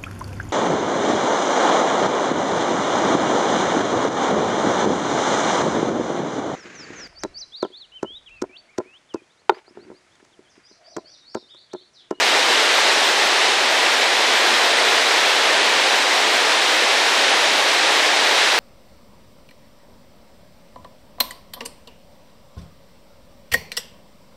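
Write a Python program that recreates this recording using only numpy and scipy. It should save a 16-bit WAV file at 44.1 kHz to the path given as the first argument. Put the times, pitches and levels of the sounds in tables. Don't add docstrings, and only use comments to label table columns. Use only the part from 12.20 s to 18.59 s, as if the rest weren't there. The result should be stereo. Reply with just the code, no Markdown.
import sys
import numpy as np
from scipy import signal
from scipy.fft import rfft, irfft, dct, next_fast_len
from scipy.io import wavfile
from scipy.ndimage import uniform_filter1d

SR = 44100
rng = np.random.default_rng(int(sys.argv[2]) if len(sys.argv) > 2 else 0)


def master(y):
    cut = np.clip(np.atleast_2d(y).T, -1, 1)
    pcm = np.round(cut * 32767)
    wavfile.write(sys.argv[1], SR, pcm.astype(np.int16))


def volts(x):
    e = np.asarray(x, float) / 20
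    return 10 ** e


N = 281799


def read(points, hz):
    point_hz, value = np.transpose(points)
    return np.interp(np.log(hz + 1), np.log(point_hz + 1), value)


def evened(x):
    return x / np.sqrt(np.mean(np.abs(x) ** 2) + 1e-20)


def above(hz, edge_hz):
    return (hz ** 2 / (hz ** 2 + edge_hz ** 2))[:, None] ** 2


def drifting(count, smooth):
    return evened(uniform_filter1d(rng.standard_normal(count), size=smooth))


def churn(hz, frames):
    return 5.5 * drifting(frames, 30) * (1 - above(hz, 120)) ** 2


def patches(hz, frames):
    lumps = rng.standard_normal((len(hz), frames))
    lumps = uniform_filter1d(lumps, size=14, axis=0)
    return evened(uniform_filter1d(lumps, size=14, axis=1))


def splashes(per_s=2500, spread_db=3.5):
    out = np.zeros((2, N))
    for hz in np.geomspace(600, 12000, num=16):
        t = np.arange(int(6 * SR / hz)) / SR
        rising = np.sin(2 * np.pi * hz * t * (1 + .01 * hz * t))
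        grain = rising * np.hanning(len(t)) / np.sqrt(len(t))
        hit = rng.random((2, N)) < per_s / 16 / SR
        size = np.minimum(rng.exponential(1, (2, N)), 4)
        shower = signal.oaconvolve(hit * volts(spread_db * size), grain[None], axes=1)[:, :N]
        out += np.sqrt(hz) * shower
    return evened(out)


def across_ports(a, b, hz):
    # pitch_hz, left-right likeness (0 to 1)
    likeness = [(130, 0.68), (300, 0.92), (500, 0.96), (900, 0.69), (1150, 0.35), (1300, 0.54),
                (1750, 0.11), (2300, 0.35), (3100, 0.24), (3600, 0.028), (4400, 0.36), (5500, 0.27),
                (7000, 0.24), (9000, 0.02)]
    # pitch_hz, phase of the right port against the left (radians)
    port_lag = [(130, 0.12), (600, -0.92), (850, -0.88), (1200, -2.21), (1500, -2.74), (1900, -4.5),
                (2600, -5.1), (3400, -5.06), (4300, -3.3), (5300, -6.27), (6800, -4.71), (8000, -5.99)]
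    same = np.clip(read(likeness, hz), 0, 1)[:, None]
    shared = same * a * np.exp(1j * read(port_lag, hz))[:, None]
    return shared + np.sqrt(1 - same ** 2) * b


def ports(x):
    # pitch_hz, level_db (per Hz)
    left_colour = [(135, -57), (158, -37), (210, -19.5), (400, -5.5), (850, -2), (1150, -3), (1800, 0.5),
                   (3000, -3.5), (4200, -3), (5200, -13), (8500, -20.5), (10000, -28), (12500, -29),
                   (14000, -26.5)]
    # pitch_hz, level_db (per Hz)
    right_colour = [(135, -57), (158, -37.5), (200, -23), (300, -11.5), (450, -6), (900, -2.5), (1600, -2),
                    (2700, -6.5), (3900, -5), (5500, -10), (8500, -19.5), (10700, -24), (11900, -29),
                    (13000, -32)]
    size = next_fast_len(N)
    hz = np.fft.rfftfreq(size, 1 / SR)
    rumble_db = 6 * np.log10(np.clip(hz / 130, 1e-2, 1))
    colour_db = np.array([read(left_colour, hz), read(right_colour, hz)]) + rumble_db
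    return irfft(rfft(x, size) * volts(colour_db), size)[:, :N]


def falls(patchy_db=-0.03, gust_db=0.3, splash_db=-14):
    # start_s, flow level_db, breeze toward the camera (about -1 to 1)
    flow = [(0.0, -13, .6), (.9, -13.5, 1), (1.7, -13.65, -.6), (2.3, -13, -.9), (2.8, -13.0, -.6),
            (3.3, -13, -1.1), (3.9, -13.5, 0.2), (4.5, -13.5, .8), (5.0, -13.35, 0.25), (5.8, -13, 0.061),
            (6.39, -13, 0.5)]
    spray_gain_db, mist_gain_db, lean_gain_db = 1.2, -0.1, -.35
    roar_fade_db_per_s, mist_fade_db_per_s = -0.12, -0.17

    white = rng.standard_normal((2, N)) + volts(splash_db) * splashes()
    hz, t, (left, right) = signal.stft(white, SR, nperseg=1024, noverlap=768, boundary="even")
    right = across_ports(left, right, hz)

    start_s, level_db, toward = np.transpose(flow)
    flow_db = np.interp(t, start_s, level_db)
    breeze = np.interp(t, start_s, toward)
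    tilt_s = t - t.mean()
    roar_db = roar_fade_db_per_s * tilt_s
    spray_db = spray_gain_db * breeze
    mist_db = mist_fade_db_per_s * tilt_s + mist_gain_db * breeze

    field_db = flow_db - flow_db.mean()
    field_db = field_db + (1 - above(hz, 800)) * roar_db
    field_db += above(hz, 3500) * spray_db
    field_db += above(hz, 8000) * (mist_db - spray_db)
    field_db += patchy_db * patches(hz, len(t))
    field_db += gust_db * drifting(len(t), 10)
    field_db += churn(hz, len(t))
    lean_db = above(hz, 1500) * lean_gain_db * breeze / 2

    z = np.array([left * volts(field_db + lean_db), right * volts(field_db - lean_db)])
    rush = signal.istft(z, SR, nperseg=1024, noverlap=768)[1][:, :N]
    return volts(flow_db.mean() + 0.23) * evened(ports(rush))


def gate(x, wobble_db=0.8, band_db=1.5):
    # pitch_hz, rounding step (dB)
    gate_step = [(40, -49), (125, -45), (160, -32), (200, -30), (260, -42), (8700, -40), (8950, -22),
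                 (9800, -19.5), (14000, -20)]
    block, start, top_hz = 1024, 704, 14530
    lead, half = block - start, block // 2
    padded = np.pad(x, ((0, 0), (lead + block, 3 * block)), "reflect")
    at = np.arange(padded.shape[1] // block - 1)[:, None] * block + np.arange(2 * block)
    window = np.sin(np.pi * (np.arange(2 * block) + .5) / (2 * block))
    a, b, c, d = np.split(padded[:, at] * window, indices_or_sections=4, axis=2)
    lines = dct(np.dstack([-c[..., ::-1] - d, a - b[..., ::-1]]), type=4, norm="ortho")
    hz = (np.arange(block) + .5) * SR / (2 * block)

    wander = rng.standard_normal((2, len(at), 33))
    wander = evened(uniform_filter1d(wander, size=5, axis=1))
    wander_db = wobble_db * wander[..., :1]
    wander_db = wander_db + band_db * np.repeat(wander[..., 1:], repeats=32, axis=2)
    step = volts(read(gate_step, hz) + wander_db)
    lines = np.sign(lines) * np.floor(abs(lines) / step + .4054) * step * (hz < top_hz)

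    folded = dct(lines, type=4, norm="ortho")
    late, early = folded[..., :half], folded[..., half:]
    rise = np.dstack([early, -early[..., ::-1]]) * window[:block]
    fall = np.dstack([-late[..., ::-1], -late]) * window[block:]
    joined = (rise[:, 1:] + fall[:, :-1]).reshape(2, -1)
    return joined[:, lead:lead + N]


def scene():
    return falls()


def band_limit(x):
    return signal.sosfilt(signal.butter(12, 14530, fs=SR, output="sos"), x)


def record(dry):
    limited = np.clip(dry, -1, 1)
    return band_limit(gate(limited))


dry = scene()
out = record(dry)
master(out)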